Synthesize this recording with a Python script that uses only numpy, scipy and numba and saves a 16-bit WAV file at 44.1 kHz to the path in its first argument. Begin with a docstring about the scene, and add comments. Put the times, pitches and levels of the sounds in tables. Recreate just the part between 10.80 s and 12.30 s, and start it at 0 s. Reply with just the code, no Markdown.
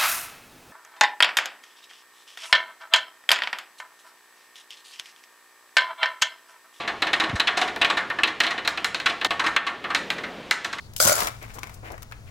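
"""First comes a faint squeak over a low hum, then a click and a clatter of stones, close by.
A handful of stones drops onto ceramic pellets in a small plastic tumbler barrel. Each blow cracks,
rings the stone and sounds the barrel's wall and the air inside; pellets scatter and the load slides
to rest. Light handling clicks and a rustle follow, all in a small room."""
import sys
import numpy as np
from scipy import signal
from scipy.fft import rfft, irfft
from scipy.io import wavfile
from numba import njit

SR = 44100
rng = np.random.default_rng(int(sys.argv[2]) if len(sys.argv) > 2 else 0)


def write(x):
    x = np.atleast_2d(x).T
    wavfile.write(sys.argv[1], SR, np.round(np.clip(x, -1, 1) * 32767).astype(np.int16))


N = 66150

# Levels are relative. A mode is one ringing tone; its fade_s (or t60) is the time to die away by 60 dB.
# Tone colours, how strong a noise is from bass to treble: pitch_hz, level_db
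AIR_COLOUR = [(20, -2), (35, -1.5), (60, 4), (115, -7.5), (165, -23), (220, -10.5), (300, -23.5),
              (600, -21), (1500, -26), (4000, -32), (8000, -33.5), (12000, -42.5), (16000, -39)]  # room air
RUB_COLOUR = [(100, -20.5), (350, -0.5), (520, -2.5), (720, 1.5), (1100, -5.5), (2200, -11.5), (3300, -30),
              (7000, -28), (15000, -41)]  # a rubbing hand
SCRAPE_COLOUR = [(300, -26), (900, -5), (1500, 0.5), (2300, 4), (3300, -8.5), (8000, -22.5), (15000, -21)]  # scraped plastic
TICK_COLOUR = [(1000, -20), (2700, -1), (4300, -1), (6500, 3.5), (9000, -2), (12000, 0.5), (15500, -0.5)]  # the sharp part of a click
KNOCK_COLOUR = [(120, -25), (330, -11), (600, -6.5), (1050, 3.5), (1800, -6.5), (2200, -1.5), (2800, -9.5),
                (6000, -18.5), (15000, -54)]  # the dull part of a click
CRACK_COLOUR = [(1000, -23), (2700, -15), (3600, -5.5), (5000, -0.5), (7300, 0), (12000, -3), (15500, -2.5)]  # hard contacts and brushing
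SLIDE_COLOUR = [(120, -22.5), (350, -2), (700, 4), (1250, 7), (1750, 1), (2300, -4), (3200, -4.5),
                (6000, -6), (15000, -13.5)]  # the sliding load
WALL_COLOUR = [(150, -23.5), (400, -34), (600, 8.5), (950, -11), (1400, 6.5), (1800, -11), (2250, -2),
               (2700, -26.5), (8000, -29)]  # the barrel's wall under a stone
# Strokes of the hand on plastic: start_s, length_s, level_db
HAND_SQUEAKS = [(0, 0.068, -57)]
HAND_SCRAPES = [(.61, 0.037, -45), (.693, 0.014, -45.5), (1.04, 0.047, -46), (1.32, 0.0087, -45.5),
                (1.465, .025, -51)]
HAND_RUBS = [(.615, 0.023, -46), (.75, 0.033, -44), (1.025, 0.081, -44), (1.102, 0.046, -41)]
HAND_BRUSHES = [(.735, 0.018, -44.5), (.935, 0.0095, -45.5)]
# Clicks of settling and handling: start_s, tick_db, knock_db, pitch_hz
SMALL_CLICKS = [(0.1354, -42, -59, 1400), (.164, -21.5, -44, 1400), (.382, -43, -26.5, 1010),
                (0.391, -33, -24, 1240), (0.4043, -18, -20, 1170), (0.4197, -35, -21, 1317),
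                (0.4253, -34, -26, 2060), (.447, -32, -42, 2300), (0.4713, -21, -20.5, 2300),
                (0.479, -41, -27, 2300), (0.627, -39, -39, 2300), (0.7856, -44, -33, 1070),
                (0.7906, -36, -60, 1100), (0.8323, -34.5, -25, 1040), (0.8395, -44, -31.5, 1150),
                (0.8710, -43, -37.5, 2200), (.895, -44.5, -37, 925), (1.1039, -56, -36.5, 700),
                (1.119, -38.5, -48, 700), (1.179, -49, -37, 1890), (1.222, -40, -41, 1300),
                (1.2293, -36, -40, 1310), (1.313, -48, -39.5, 1500), (1.3221, -46.5, -31.5, 1710)]
# How loudly the pellets scatter and the load slides: time_s, level_db
SCATTER_LEVELS = [(.16, -52), (.175, -36.5), (.198, -30.5), (.212, -19.5), (.28, -23), (.33, -23.5),
                  (.349, -43), (.36, -31), (.42, -30), (.445, -36), (.48, -42), (.5, -92)]
SLIDE_LEVELS = [(.2, -49), (.25, -27), (.268, -22.5), (.34, -33.5), (.41, -27), (.45, -31.5), (.485, -32),
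                (.515, -59), (.58, -53.5), (.9, -52), (1., -61.5)]
# Stones landing: start_s, crack_db, knock_db, pitch_hz
LANDINGS = [(0.2013, -10, -14, 4800), (.2055, -15, -23.5, 8500), (0.2132, -15, -25, 6230),
            (0.2205, -14, -38, 7400), (0.2256, -11, -21, 7480), (0.235, -14, -37, 8540),
            (.2455, -15, -31, 6300), (0.2508, -10.5, -39, 12900), (.257, -18, -25, 6100),
            (.2725, -15.5, -27, 6600), (.2756, -9, -14, 7200), (.284, -13.5, -26, 9700),
            (0.2958, -14.5, -17, 6100), (0.3062, -18, -20, 7600), (.319, -19, -15, 6450),
            (.328, -15, -23, 6900), (.338, -21, -24.5, 7200), (0.3535, -18, -29.5, 9900),
            (0.3638, -21, -24.5, 7690)]
# Modes of a stone: multiple_of_pitch, level_db, fade_s
STONE_TONES = [(0.699, -13.5, 0.053), (0.918, -11, 0.043), (0.999, -5.5, 0.057), (1.04, -14, 0.073),
               (1.31, -18, 0.14), (1.57, -12.5, 0.04)]
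# Modes of the barrel's wall and base: pitch_hz, level_db, fade_s
WALL_TONES = [(672, -29, 0.32), (2120, -23.5, 0.12), (2285, -21.5, 0.14)]
BASE_TONES = [(106, -13, 0.14), (151, -2, 0.064), (202.7, -14.5, 0.25), (337, -8.5, 0.054),
              (1076, -9, 0.12)]
# The barrel's two air tones shift as the hand lifts off its mouth: time_s, lower_hz, upper_hz
AIR_PITCHES = [(.2, 579, 1480), (.275, 586, 1438), (0.344, 627.4, 1420), (.41, 717, 1235)]
# The load thumps the barrel onto its towel: start_s, level_db
BASE_THUMPS = [(0.2554, -21.5), (0.2641, -26.5), (.283, -40.5), (0.424, -34)]

HUM_HZ, SQUEAK_HZ, SQUEAK_FADE_S = 110.0, 4350, 0.0031
STROKE_RISE_S, STROKE_FALL_S = 0.0074, 0.01
SNAP_S, GRAIN_S, CRACK_S, CLICK_S, KNOCK_S, ECHO_S = 0.0002, 0.0011, 0.003, 0.0034, 0.0041, 0.0034  # decays
PELLETS_PER_S, SLIPS_PER_S, FIBRES_PER_S, GRAIN_SPREAD_DB = 1100, 1400, 2500, 3
ROOM_GAP_S, ROOM_SPLIT_HZ, TOP_HZ = 0.0028, 3000, 15900


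def undb(db):
    """Turn decibels into a number to multiply by."""
    return 10 ** (np.asarray(db) / 20)


def fade(t, t60):
    """Die away by 60 dB every t60 seconds."""
    return np.exp(-np.log(1000) * t / t60)


def curve(rows):
    """Loudness that follows a table of times and levels, silent outside it."""
    time_s, level_db = np.array(rows).T
    return undb(np.interp(np.arange(N) / SR, time_s, level_db, left=-120, right=-120))


def convolve(x, response):
    """Every sample of the sound sets off its own copy of the response."""
    return signal.oaconvolve(np.atleast_2d(x), np.atleast_2d(response), axes=1)[:, :N]


def colour(x, points, size=4096):
    """Give a sound a tone colour; white noise keeps its power."""
    hz, db = np.array(points).T
    bin_hz = np.arange(size // 2 + 1) * SR / size
    gain = undb(np.interp(np.log(bin_hz + 1), np.log(hz), db))
    cepstrum = irfft(np.log(gain / np.sqrt(np.mean(gain ** 2))))
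    # Fold it onto its first half, so nothing sounds ahead of a blow.
    cepstrum[1:size // 2] *= 2
    cepstrum[size // 2 + 1:] = 0
    response = irfft(np.exp(rfft(cepstrum)))[:size // 2]
    return convolve(x, response)


def noise(shared):
    """Left and right white noise with a share (0 to 1) in common."""
    return np.sqrt(shared) * rng.standard_normal(N) + np.sqrt(1 - shared) * rng.standard_normal((2, N))


def blows(start_s, level_db):
    """One single-sample spike for each blow."""
    samples = np.clip(start_s * SR, 0, N - 1).astype(int)
    return np.bincount(samples, undb(level_db), N)


def bursts(spikes, decay_s, shared, snap_db):
    """Each spike becomes a snap and a quickly dying spray of reflections."""
    t = np.arange(N // 8) / SR
    snap = undb(snap_db) ** 2 * np.exp(-2 * t / SNAP_S)
    power = convolve(spikes ** 2, np.exp(-2 * t / decay_s) + snap)
    return np.sqrt(np.abs(power)) * noise(shared)


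def grains(per_s, shared):
    """Many tiny contacts of uneven size, at a standard level."""
    hits = rng.random(N) < per_s / SR
    sizes = undb(GRAIN_SPREAD_DB * np.clip(rng.standard_normal(N), -2, 2))
    crackle = bursts(hits * sizes, GRAIN_S, shared, snap_db=6.5)
    return crackle / crackle.std()


def ring(push, modes):
    """A pushed object rings with several fading tones."""
    t = np.arange(N // 4) / SR
    tones = sum(undb(db) * np.cos(2 * np.pi * hz * t) * fade(t, t60) for hz, db, t60 in modes)
    return convolve(push, tones)


@njit
def resonate(push, hz, t60):
    """One tone whose pitch may move while it rings."""
    out, swing = np.empty(len(push)), 0j
    for i in range(len(push)):
        step = np.exp((2j * np.pi * hz[i] - np.log(1000) / t60) / SR)  # turn and shrink a little
        swing = swing * step + push[i] + 1e-18
        out[i] = swing.real
    return out


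def strokes(rows):
    """The loudness of each hand stroke rises, holds and falls away."""
    t = np.arange(N) / SR
    total = np.zeros(N)
    for start_s, length_s, level_db in rows:
        rise = np.clip((t - start_s) / STROKE_RISE_S, 0, 1)
        fall = np.exp(-np.maximum(t - start_s - length_s, 0) / STROKE_FALL_S)
        total += undb(level_db) * rise * fall
    return total


def place(x, pan_db, lag_s):
    """The sound reaches the left side first, and louder by pan_db."""
    x = np.atleast_2d(x)
    delayed = np.maximum(np.arange(N) - int(lag_s * SR), 0)
    return np.array([x[0] * undb(pan_db / 2), x[-1][delayed] * undb(-pan_db / 2)])


def background():
    """Low room rumble, faint hiss and a wavering hum."""
    hum = resonate(rng.standard_normal(N), np.full(N, HUM_HZ), t60=0.14)
    air = colour(noise(shared=0.65), AIR_COLOUR)
    return place(undb(-46) * air + undb(-48) * hum / hum.std(), pan_db=4, lag_s=0.0002)


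def hand():
    """Skin and cloth squeak, scrape, rub and brush along plastic."""
    rub = colour(grains(FIBRES_PER_S, shared=0.67) * strokes(HAND_RUBS), RUB_COLOUR)
    scrape = colour(grains(FIBRES_PER_S, shared=0.28) * strokes(HAND_SCRAPES), SCRAPE_COLOUR)
    brush = colour(noise(shared=0.086) * strokes(HAND_BRUSHES), CRACK_COLOUR)
    whistle = ring(noise(shared=0.19), [(SQUEAK_HZ, 0, SQUEAK_FADE_S)])
    squeak = whistle / whistle.std() * strokes(HAND_SQUEAKS)
    return place(rub + scrape + brush + squeak, pan_db=6, lag_s=0.0003)


def clicks():
    """Single contacts: a short tick over a dull plastic knock whose pitch depends on the spot struck."""
    start_s, tick_db, knock_db, _ = np.array(SMALL_CLICKS).T
    tick = colour(bursts(blows(start_s, tick_db), CLICK_S, shared=0.29, snap_db=-7), TICK_COLOUR)
    knock = colour(bursts(blows(start_s, knock_db), KNOCK_S, shared=0.42, snap_db=5), KNOCK_COLOUR)
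    t = np.arange(N // 20) / SR
    tone = np.zeros(N)
    for time_s, _, db, hz in SMALL_CLICKS:
        start = int(time_s * SR)
        tone[start:start + len(t)] += undb(db) * np.sin(2 * np.pi * hz * t) * fade(t, t60=0.022)
    return (place(tick + undb(-3) * knock, pan_db=8, lag_s=0.00038)
            + place(undb(-2) * tone, pan_db=7.5, lag_s=0.00023))


def pellets():
    """Pellets skitter under the stones while the load grinds to rest."""
    skitter = colour(grains(PELLETS_PER_S, shared=0.37) * curve(SCATTER_LEVELS), CRACK_COLOUR)
    grind = colour(grains(SLIPS_PER_S, shared=0.44) * curve(SLIDE_LEVELS), SLIDE_COLOUR)
    return place(skitter, pan_db=1.8, lag_s=0.0003) + place(grind, pan_db=5, lag_s=0.0004)


def stones():
    """Every landing cracks, rings the stone and knocks the barrel's wall."""
    start_s, crack_db, knock_db, _ = np.array(LANDINGS).T
    cracks, knocks = blows(start_s, crack_db), blows(start_s, knock_db)
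    spray = undb(-8.5) * bursts(cracks, CRACK_S, shared=0.063, snap_db=7)
    echo = undb(-3.5) * barrel_echo(cracks)
    bright = colour(spray + echo, CRACK_COLOUR) + stone_rings()
    wall_noise = colour(bursts(knocks, KNOCK_S, shared=0.65, snap_db=8.5), WALL_COLOUR)
    wall = ring(knocks, WALL_TONES) + undb(-2) * wall_noise
    return place(bright, pan_db=1.8, lag_s=0.0003) + place(wall, pan_db=5, lag_s=0.00014)


def barrel_echo(cracks):
    """The same quick reflections inside the barrel follow every crack and colour it."""
    t = np.arange(N // 32) / SR
    return convolve(cracks, rng.standard_normal((2, len(t))) * np.exp(-t / ECHO_S))


def stone_rings():
    """Each stone rings at its own pitch, higher when it is smaller."""
    out, t = np.zeros((2, N)), np.arange(N // 10) / SR
    multiple, db, t60 = np.array(STONE_TONES).T[:, :, None]
    for start_s, crack_db, _, hz in LANDINGS:
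        phase = 2 * np.pi * rng.random((2, len(multiple), 1))  # waves reach each side at any point
        tones = undb(db + crack_db) * np.sin(2 * np.pi * hz * multiple * t + phase) * fade(t, t60)
        start = int(start_s * SR)
        out[:, start:start + len(t)] += tones.sum(axis=1)
    return out


def barrel_air():
    """Landings and the shifting load sound the air in the barrel: a hollow double tone."""
    start_s, crack_db, knock_db, _ = np.array(LANDINGS).T
    sliding = undb(-25) * curve(SLIDE_LEVELS) * rng.standard_normal(N)
    push = blows(start_s, knock_db) + sliding
    cracks = blows(start_s, crack_db - 10)  # part of each crack reaches the upper tone
    time_s, lower_hz, upper_hz = np.array(AIR_PITCHES).T
    t = np.arange(N) / SR
    lower = undb(-2.5) * resonate(push, np.interp(t, time_s, lower_hz), t60=0.065)
    upper = undb(-7) * resonate(push + cracks, np.interp(t, time_s, upper_hz), t60=0.044)
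    return place(lower, pan_db=3, lag_s=0.00045) + place(upper, pan_db=0, lag_s=0.00012)


def base_thumps():
    """The shifting load thumps the barrel a few times, and its base rings low."""
    start_s, level_db = np.array(BASE_THUMPS).T
    return place(ring(blows(start_s, level_db), BASE_TONES), pan_db=1.5, lag_s=0.00021)


def room(x):
    """Reflections blur into a short tail; its treble is quieter but lasts a little longer."""
    t = np.arange(N) / SR
    wash = noise(shared=0.17) * np.clip(t / ROOM_GAP_S - 1, 0, 1)

    def tail(band, t60):
        """One fading band of the reflections, as strong in total however long it lasts."""
        part = signal.sosfilt(signal.butter(2, ROOM_SPLIT_HZ, band, fs=SR, output="sos"), wash)
        return part * fade(t, t60) * np.sqrt(2 * np.log(1000) / (t60 * SR))

    return undb(-8) * convolve(x, tail("low", t60=0.33) - undb(-11) * tail("high", t60=0.51))


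def scene():
    """The barrel and the hand, in the room."""
    near = stones() + base_thumps() + barrel_air() + pellets() + clicks() + hand()
    return near + room(near) + background()


def record(dry):
    """Clip peaks at full scale and cut the highest treble."""
    treble_cut = signal.ellip(10, 0.2, 80, TOP_HZ, fs=SR, output="sos")
    return signal.sosfilt(treble_cut, np.clip(dry, -1, 1))


dry = scene()
out = record(dry)
write(out)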